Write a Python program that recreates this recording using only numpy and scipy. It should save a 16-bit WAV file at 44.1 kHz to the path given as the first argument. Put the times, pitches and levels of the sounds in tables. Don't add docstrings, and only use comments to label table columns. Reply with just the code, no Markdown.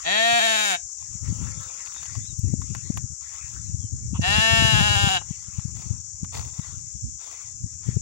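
import sys
import numpy as np
from scipy import signal
from scipy.fft import rfft, irfft, next_fast_len
from scipy.io import wavfile
from scipy.ndimage import uniform_filter1d

SR = 44100
rng = np.random.default_rng(int(sys.argv[2]) if len(sys.argv) > 2 else 0)


def to_wav(s):
    ch = np.atleast_2d(s).T
    pcm = np.round(np.clip(ch, -1, 1) * 32767)
    wavfile.write(sys.argv[1], SR, pcm.astype(np.int16))


N = 353241
TIME = np.arange(N) / SR
EDGE_HZ = 15850


def gain_of(db):
    return 10 ** (np.asarray(db) / 20)


def evened(x):
    return x / np.sqrt(np.mean(x ** 2) + 1e-20)


def coloured(x, points):
    point_hz, point_db = np.transpose(points)
    size = next_fast_len(len(x) + 2048)
    hz = np.fft.rfftfreq(size, 1 / SR)
    curve_db = np.interp(np.log(hz + 1), np.log(point_hz), point_db)
    return irfft(rfft(x, size) * gain_of(curve_db), size)[:len(x)]


def wander(size, per_s):
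    knots = rng.standard_normal(8192)
    return evened(np.interp(np.arange(size) * per_s / SR, np.arange(len(knots)), knots))


def add(mix, start_s, sound):
    start = round(start_s * SR)
    sound = sound[max(-start, 0):]
    part = mix[max(start, 0):][:len(sound)]
    part += sound[:len(part)]


def resonate(x, hz, width_hz):
    turn = np.exp(2j * np.pi * np.cumsum(hz * np.ones(len(x))) / SR)
    r = np.exp(-np.pi * abs(width_hz) / SR)
    envelope = signal.lfilter([1 - r], [1, -r], x / turn + 1e-18)
    return 2 * (turn * envelope).real


def ports(x, right_colour):
    # hz, lead_rad
    port_phase = [(700, 0.53), (1200, 1.0), (1420, 0.1), (1850, 0.83), (2250, 2.26), (2600, -1), (3000, 0),
                  (3400, -0.93), (4000, 0.4), (6000, -0.5), (9000, 2.5)]
    lead_samples = 38
    size = next_fast_len(len(x) + 2048)
    hz = np.fft.rfftfreq(size, 1 / SR)
    lead_rad = 2 * np.pi * hz * lead_samples / SR + np.interp(hz, *np.transpose(port_phase))
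    right = irfft(rfft(x, size) * np.exp(1j * lead_rad), size)[:len(x)]
    return np.array([x, coloured(right, right_colour)])


def insects():
    # hz, level_db
    insect_band = [(3500, -43.5), (4400, -33), (5000, -16.5), (5700, -4), (6700, 2.5), (7400, 0),
                   (8000, -12.5), (9000, -26), (9600, -35), (10500, -49.5)]
    # hz, level_db
    insect_right = [(4500, -10.5), (5700, -8), (7500, -20), (9000, -0.5)]
    start_db, drift_db_per_s, swell_db = -33, -0.3, 0.32
    shimmer_db, spread = -0.5, 1.0
    level = gain_of(start_db + drift_db_per_s * TIME + swell_db * wander(N, 2.98))

    def chorus():
        noise = rng.standard_normal(N) * gain_of(shimmer_db * wander(N, 170))
        return evened(coloured(noise, insect_band))

    left, right = ports(chorus(), insect_right)
    around = coloured(chorus(), insect_right)
    return level * np.array([left, (right + spread * around) / np.hypot(1, spread)])


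def wind():
    # peak_s, half_width_s, left_db, right_db
    gusts = [(1.37, 0.18, -24, -44), (2.17, 0.13, -34.5, -39.5), (2.52, 0.12, -19.5, -70),
             (2.85, 0.19, -29.5, -52), (3.738, 0.21, -29.5, -38.5), (4.22, 0.23, -24.5, -31.5),
             (4.76, 0.25, -15, -29.5), (5.6, 0.29, -38, -50), (5.87, 0.11, -27.5, -40),
             (6.33, 0.15, -33.5, -37), (6.72, 0.23, -40, -45.5), (7.071, 0.072, -40, -31.5),
             (7.66, 0.13, -36.5, -38), (7.929, 0.086, -21.5, -39)]
    # left_db, right_db
    calm_db = [-51.5, -62]
    # hz, level_db
    rumble_colour = [(20, -51), (40, -18), (70, 0), (110, 1), (160, -7.5), (250, -20), (400, -32.5),
                     (700, -66), (1500, -70.5)]
    # hz, level_db
    calm_colour = [(70, 4), (200, -15.5)]
    # centre_s, level_db, pitch_hz, port
    eddies = [(0.334, -28, 128, "left"), (1.327, -18, 155, "left"), (1.43, -21, 116, "left"),
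              (2.394, -15.5, 101, "left"), (2.54, -9.5, 173, "left"), (2.904, -10, 183, "left"),
              (2.98, -24.5, 127, "right"), (3.747, -12.5, 89, "left"), (4.134, -16, 168, "left"),
              (4.195, -9, 174, "right"), (4.386, -9.5, 150, "left"), (4.624, -10, 189, "left"),
              (4.652, -6.5, 108, "left"), (4.812, -9, 133, "left"), (5.074, -11, 144, "left"),
              (5.311, -17, 136, "left"), (5.589, -14, 108, "left"), (5.656, -16, 123, "left"),
              (5.911, -10.5, 94.4, "left"), (6.233, -17, 155, "left"), (6.596, -16, 131, "left"),
              (7.644, -16.5, 104, "left"), (7.89, -12, 123, "left"), (7.97, -7.5, 114, "left")]
    lumpy_db, eddy_cycles, eddy_trim_db = 6.3, 0.28, -1.0
    power = 0
    for peak_s, half_s, *levels_db in gusts:
        swell = np.exp(-((TIME - peak_s) / half_s) ** 2)
        power = power + (gain_of(levels_db)[:, None] * swell) ** 2

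    def rumble_at_port():
        noise = rng.standard_normal(N) * gain_of(lumpy_db * wander(N, 45))
        return evened(coloured(noise, rumble_colour))

    rumble = np.array([rumble_at_port() for _ in range(2)])
    calm = gain_of(calm_db)[:, None] * np.array([coloured(side, calm_colour) for side in rumble])
    thumps = np.zeros((2, N))
    t = np.arange(-1500, 1500) / SR
    for centre_s, level_db, hz, port in eddies:
        wave = np.cos(2 * np.pi * (hz * t + rng.random())) / np.cosh(t * hz / eddy_cycles)
        add(thumps[int(port == "right")], centre_s + t[0], gain_of(level_db + eddy_trim_db) * wave)
    thumps = np.array([coloured(side, [(20, -17.5), (45, -8), (80, 4), (400, 4)]) for side in thumps])
    ceiling = 0.4
    return ceiling * np.tanh((calm + np.sqrt(power) * rumble + thumps) / ceiling)


def patchy(x, depth_db):
    z = signal.stft(x, nperseg=512)[2]
    patches = uniform_filter1d(rng.standard_normal(z.shape), size=7, axis=0)
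    patches = uniform_filter1d(patches, size=12, axis=1)
    return signal.istft(z * gain_of(depth_db * evened(patches)), nperseg=512)[1][:len(x)]


def shuffling():
    # start_s, length_s, level_db
    shuffles = [(-0.06, 0.13, -45), (0.966, 0.15, -56.5), (1.213, 0.55, -47.5), (1.743, 0.41, -47),
                (2.594, 0.33, -53.5), (3.198, 0.36, -48), (5.232, 0.41, -53.5), (5.743, 0.14, -53),
                (6.602, 0.082, -48.5), (7.174, 0.27, -52.5), (7.805, 0.095, -51.5)]
    attack_s, decay_s, floor_db = 0.041, 0.081, -65.5
    power = gain_of(floor_db) ** 2
    for start_s, length_s, level_db in shuffles:
        build = np.clip((TIME - start_s) / attack_s, 0, 1)
        decay = np.exp(-np.maximum(TIME - start_s - length_s, 0) / decay_s)
        power = power + (gain_of(level_db) * build * decay) ** 2
    return np.sqrt(power)


def straw():
    # hz, level_db
    straw_colour = [(200, -8.5), (550, -2), (900, -5.5), (1300, 2.5), (1600, 6.5), (2100, 4.5), (2700, 2.5),
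                    (3400, -2), (4500, 1), (9000, -14), (12500, -36), (14000, -34.5), (15500, -12.5)]
    # hz, level_db
    straw_right = [(300, -8), (1100, 4.5), (1500, -4), (2000, -14.5), (2600, -9.5), (2900, -17),
                   (3300, -5.5), (5000, -15.5), (7500, -13.5), (11000, 15), (15000, 1.5)]
    # start_s, peak_db, centre_hz
    snaps = [(1.86, -32.5, 2020), (1.872, -29, 2080), (1.921, -33.5, 2160), (1.946, -32.5, 2010),
             (1.964, -29.5, 894), (2.03, -29.5, 1260), (2.055, -30.5, 2160), (2.153, -31, 961),
             (2.617, -34, 1060), (2.749, -22, 880), (2.973, -22, 600), (5.594, -34, 1280),
             (6.245, -35, 1250), (6.594, -33.5, 1090)]
    grain_db, grains_per_s = 1.0, 2500
    strength = gain_of(grain_db * np.minimum(rng.exponential(1, N), 5))
    grains = rng.standard_normal(N) * strength * (rng.random(N) < grains_per_s / SR)
    wash = rng.standard_normal(N)
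    rustle = evened(patchy(coloured(evened(grains) + wash, straw_colour), depth_db=4.5))
    rustle = rustle * shuffling()
    t = np.arange(1500) / SR
    for start_s, peak_db, hz in snaps:
        burst = rng.standard_normal(len(t)) * np.exp(-t / 0.005)
        snap = coloured(resonate(burst, hz, 1700), [(4000, 0), (11000, -14)])
        add(rustle, start_s, gain_of(peak_db) * snap / abs(snap).max())
    return ports(rustle, straw_right)


def catches(time):
    # start_s, dip_hz, roughness (0-1)
    catch_table = [(0.388, 21, 0.4), (0.463, 6.5, 0.2), (0.514, 5.2, 0.04), (0.555, 7, 0.27),
                   (0.602, 4.8, 0.31), (0.645, 10, 0.4), (4.37, 5, 0.02), (4.736, 5.1, 0.2),
                   (4.796, 12.6, 0.29), (4.876, 4, 0.25), (4.946, 6, 0.3), (5.079, 10, 0.45)]
    dip_peak_s, rasp_peak_s = 0.018, 0.008
    start_s, dip_hz, rough = np.transpose(catch_table)
    since = np.maximum(time[:, None] - start_s, 0)

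    def pulse(peak_s):
        return (since / peak_s * np.exp(1 - since / peak_s)) ** 2

    return pulse(dip_peak_s) @ dip_hz, pulse(rasp_peak_s) @ rough


def speak(drive, modes, mouth):
    out = np.zeros(len(drive))
    for k, (hz, width_hz, level_db, shift) in enumerate(modes):
        mode = resonate(drive, hz * (1 + shift * mouth), width_hz)
        out += (-1) ** k * gain_of(level_db) * mode
    return out / np.sqrt(abs(uniform_filter1d(out ** 2, size=900)) + 1e-12)


def bleat(row, throat, open_treble_db, shut_treble_db):
    # hz, level_db
    voice_colour = [(200, 3), (900, 0), (1150, -1.5), (1350, -5), (1600, 3), (1850, 5.5), (2020, -5.5),
                    (2250, 6), (2480, -9), (2800, -1), (3400, -0.5), (4600, -6.5), (6000, -35.5),
                    (10000, -36)]
    # hz (mouth shut), width_hz, level_db, shift (share moved at full opening)
    high_throat = [(5270, 240, -6, -0.029), (5685, 180, -4, 0.083), (6664, 240, 2.5, 0.026),
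                   (7570, 270, -1, -0.022), (8830, 310, -6, -0.072), (11540, 3400, -11, 0.01),
                   (15300, 600, -8, 0.01)]
    # hz, level_db
    high_band = [(3000, -20.5), (4900, 4), (7600, -1.5), (9300, 0), (10300, -12.5), (14000, -22),
                 (15400, -13.5)]
    # hz, level_db
    top_air = [(7500, -22), (10500, -7)]
    rise_s, rise_curve, drop_hz_per_s = 0.1, 1.3, 400
    attack_s, release_s, weak_db = 0.041, 0.027, -7.5
    rough_held, rough_slack, rough_per_s = 0.07, 0.45, 0.15
    mouth_start, mouth_wide_at = 0.12, 0.86
    treble_rise_s, treble_fall_s, treble_slack_db = 0.074, 0.07, -11
    air, shimmer, jitter = 0.5, 0.3, 0.024
    flutter = 0.0015
    closing_spread = 0.025
    start_s, length_s, top_db, start_hz, top_hz, held_s, sag_hz_per_s, drop_s, fade_db_per_s = row
    t = np.arange(0, length_s, 1 / SR)
    push = 1 - np.exp(-(t / rise_s) ** rise_curve)
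    tired_s = np.maximum(t - held_s, 0)
    spent_s = np.maximum(t - length_s + drop_s, 0)
    dip_hz, rasp = catches(start_s + t)
    hz = start_hz + (top_hz - start_hz) * push - sag_hz_per_s * tired_s
    hz = hz - drop_hz_per_s * spent_s - dip_hz
    effort_db = top_db + weak_db * (1 - push) - fade_db_per_s * tired_s
    effort_db = effort_db - 0.07 * dip_hz
    rough = rough_held + rough_slack * (1 - push + spent_s / drop_s) + rough_per_s * tired_s + rasp
    mouth = np.interp(t, [0, mouth_wide_at * length_s], [mouth_start, 1])
    hz = hz * (1 + jitter * rough * wander(len(t), 260) + flutter * wander(len(t), 60))
    turns = np.cumsum(hz) / SR
    folds = np.zeros(len(t))
    for k in range(1, 90):
        folds += np.cos(2 * np.pi * k * turns - closing_spread * k * k) * (k * hz < EDGE_HZ)
    folds = evened(folds) * (1 + shimmer * rough * wander(len(t), 300))
    puff_shape = 0.25 + np.exp(-(turns % 1) / 0.25)
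    puffs = evened(puff_shape * rng.standard_normal(len(t)))
    puffs = coloured(puffs, [(500, -2), (3000, 2), (7000, 3), (14000, 10)])
    drive = folds + air * rough * puffs
    slack = np.interp(t, [0, treble_rise_s, length_s - treble_fall_s, length_s], [1, 0, 0, 1])
    treble_db = shut_treble_db + (open_treble_db - shut_treble_db) * mouth + treble_slack_db * slack
    main = speak(coloured(drive, voice_colour), throat, mouth)
    bright = speak(coloured(drive + coloured(puffs, top_air), high_band), high_throat, mouth)
    gate = np.interp(t, [0, attack_s, length_s - release_s, length_s], [0, 1, 1, 0]) ** 2
    return start_s, gain_of(effort_db) * gate * (main + gain_of(treble_db) * bright)


def field(x, t60_s, wet_db):
    t = np.arange(SR // 2) / SR
    struck = rng.random((2, len(t))) < 0.05
    taps = rng.standard_normal((2, len(t))) * struck * gain_of(-60 * t / t60_s) * (t > 0.004)
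    taps = taps / np.linalg.norm(taps[0])
    return gain_of(wet_db) * signal.fftconvolve(x[None], taps, axes=1)[:, :N]


def sheep():
    # start_s, length_s, effort_db, start_hz, top_hz, held_s, sag_hz_per_s, drop_s, fade_db_per_s
    bleat_table = [(0.03, 0.7496, -16.5, 141.5, 236, 0.35, 83.6, 0.108, 16),
                   (4.2, 1.0016, -16, 159.2, 225.4, 0.38, 52.22, 0.078, 7)]
    # hz (mouth shut), width_hz, level_db, shift (share moved at full opening)
    first_throat = [(231, 1100, -24.5, 0.011), (674, 46.3, 2.5, 0.053), (1913, 155, -3, -0.16),
                    (2447, 88, -4, -0.063), (2583, 127, -1.5, 0.002), (3290, 153, -2.5, -0.066),
                    (3948, 84, 3, -0.039), (4536, 140, -6, -0.03)]
    second_throat = [(230, 780, -19.5, 0.0045), (718, 53.3, 6.5, 0.038), (1837, 134, 0.5, -0.11),
                     (2080, 30, -10.5, -0.012), (2772, 136, 9.5, 0.037), (3463, 62, -2, -0.012),
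                     (3987, 90, 5.5, -0.026), (4620, 37, 3.5, -0.03), (5190, 124, 10, 0.0044)]
    # start_s, length_s, level_db, centre_hz, width_hz
    mouth_noises = [(4.134, 0.055, -45, 1000, 350), (4.13, 0.07, -47, 2840, 600),
                    (4.21, 0.018, -33, 5960, 1470), (5.208, 0.022, -43, 680, 900)]
    # hz, level_db
    voice_right = [(200, -5.5), (700, -2), (1150, -3), (1350, 4), (1800, -3.5), (2150, -6.5), (2500, 2),
                   (2850, -8), (3300, 0.5), (4000, -10.5), (5200, -11), (5800, -11.5), (7500, -23.5),
                   (9200, -5), (15000, -5.5)]
    voice = np.zeros(N)
    add(voice, *bleat(bleat_table[0], first_throat, open_treble_db=-3.5, shut_treble_db=-21.5))
    add(voice, *bleat(bleat_table[1], second_throat, open_treble_db=-9, shut_treble_db=-13))
    for start_s, length_s, level_db, hz, width_hz in mouth_noises:
        noise = rng.standard_normal(round(length_s * SR))
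        puff = resonate(resonate(noise, hz, width_hz), hz, width_hz)
        add(voice, start_s, gain_of(level_db) * evened(puff * np.hanning(len(puff))))
    return ports(voice, voice_right) + field(voice, t60_s=0.16, wet_db=-18)


def far_animals():
    # start_s, length_s, start_hz, end_hz, arch_hz, level_db
    whistles = [(2.196, 0.066, 3200, 3780, 100, -58), (2.235, 0.11, 3600, 3460, 397, -50),
                (2.412, 0.095, 3000, 2300, 15, -67), (2.814, 0.11, 3680, 3700, 500, -57),
                (3.608, 0.11, 4300, 3820, 0, -59), (3.775, 0.13, 3600, 2860, -69, -61.5)]
    # time_s, pitch_hz, level_db
    far_call = [(1.15, 91.4, -79), (1.28, 88.5, -70.5), (1.55, 88.3, -67.5), (1.75, 87.8, -69.5),
                (1.92, 84.7, -79)]
    # multiple of the pitch, level_db
    far_partials = [(6, -2), (10, -9), (12, -9), (14, -7), (15, -2), (20, -6)]
    out = np.zeros(N)
    for start_s, length_s, start_hz, end_hz, arch_hz, level_db in whistles:
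        u = np.linspace(0, 1, round(length_s * SR))
        hz = start_hz + (end_hz - start_hz) * u + arch_hz * np.sin(np.pi * u)
        hz = hz * (1 + 0.021 * wander(len(u), 280))
        tone = np.sin(2 * np.pi * np.cumsum(hz) / SR)
        add(out, start_s, 2 * gain_of(level_db) * np.hanning(len(hz)) * tone)
    time_s, pitch_hz, level_db = np.transpose(far_call)
    hz = np.interp(TIME, time_s, pitch_hz) * (1 + 0.00886 * wander(N, 30.4))
    turns = np.cumsum(hz) / SR
    call = sum(gain_of(part_db) * np.sin(2 * np.pi * k * turns) for k, part_db in far_partials)
    call = call * gain_of(np.interp(TIME, time_s, level_db, left=-200, right=-200))
    return ports(out + call, [(1300, 15), (3000, -11)])


def ticks():
    # start_s, peak_db
    tick_table = [(1.61, -43), (2.392, -36.5), (2.975, -33.5)]
    # hz, level_db
    tick_colour = [(3000, -25), (7000, 2), (12000, -4), (15500, -6)]
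    out = np.zeros(N)
    t = np.arange(1500) / SR
    for start_s, peak_db in tick_table:
        burst = rng.standard_normal(len(t)) * np.exp(-t / 0.0023)
        tick = coloured(burst, tick_colour)
        add(out, start_s, gain_of(peak_db) * tick / abs(tick).max())
    return ports(out, [(1000, 8.5)])


def scuffs():
    # start_s, length_s, level_db
    scuff_table = [(5.744, 0.25, -47), (6.318, 0.22, -34.5), (6.505, 0.31, -50.5), (7.179, 0.42, -46.5),
                   (7.848, 0.21, -54.5)]
    # hz, level_db
    scuff_colour = [(150, -22.5), (450, 8.5), (800, 3), (1400, 0.5), (2100, -2), (3200, -3), (4500, -1.5),
                    (9000, -11.5), (12500, -27.5), (15500, -9)]
    grain_db, grains_per_s = 4.5, 500
    noise = rng.standard_normal(N) * gain_of(grain_db * wander(N, grains_per_s))
    grit = evened(coloured(noise, scuff_colour))
    level = np.zeros(N)
    for start_s, length_s, level_db in scuff_table:
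        u = (TIME - start_s) / length_s
        level += gain_of(level_db) * np.interp(u, [0, 0.15, 0.55, 1], [0.0072, 0.96, 0.3, 0.0011])
    return ports(grit * level, [(1000, -3.5)])


def scene():
    return insects() + wind() + straw() + sheep() + far_animals() + ticks() + scuffs()


def record(dry):
    low_pass = signal.firwin(511, EDGE_HZ, window=("kaiser", 9), fs=SR)
    return signal.oaconvolve(dry, low_pass[None], "same")


dry = scene()
out = record(dry)
to_wav(out)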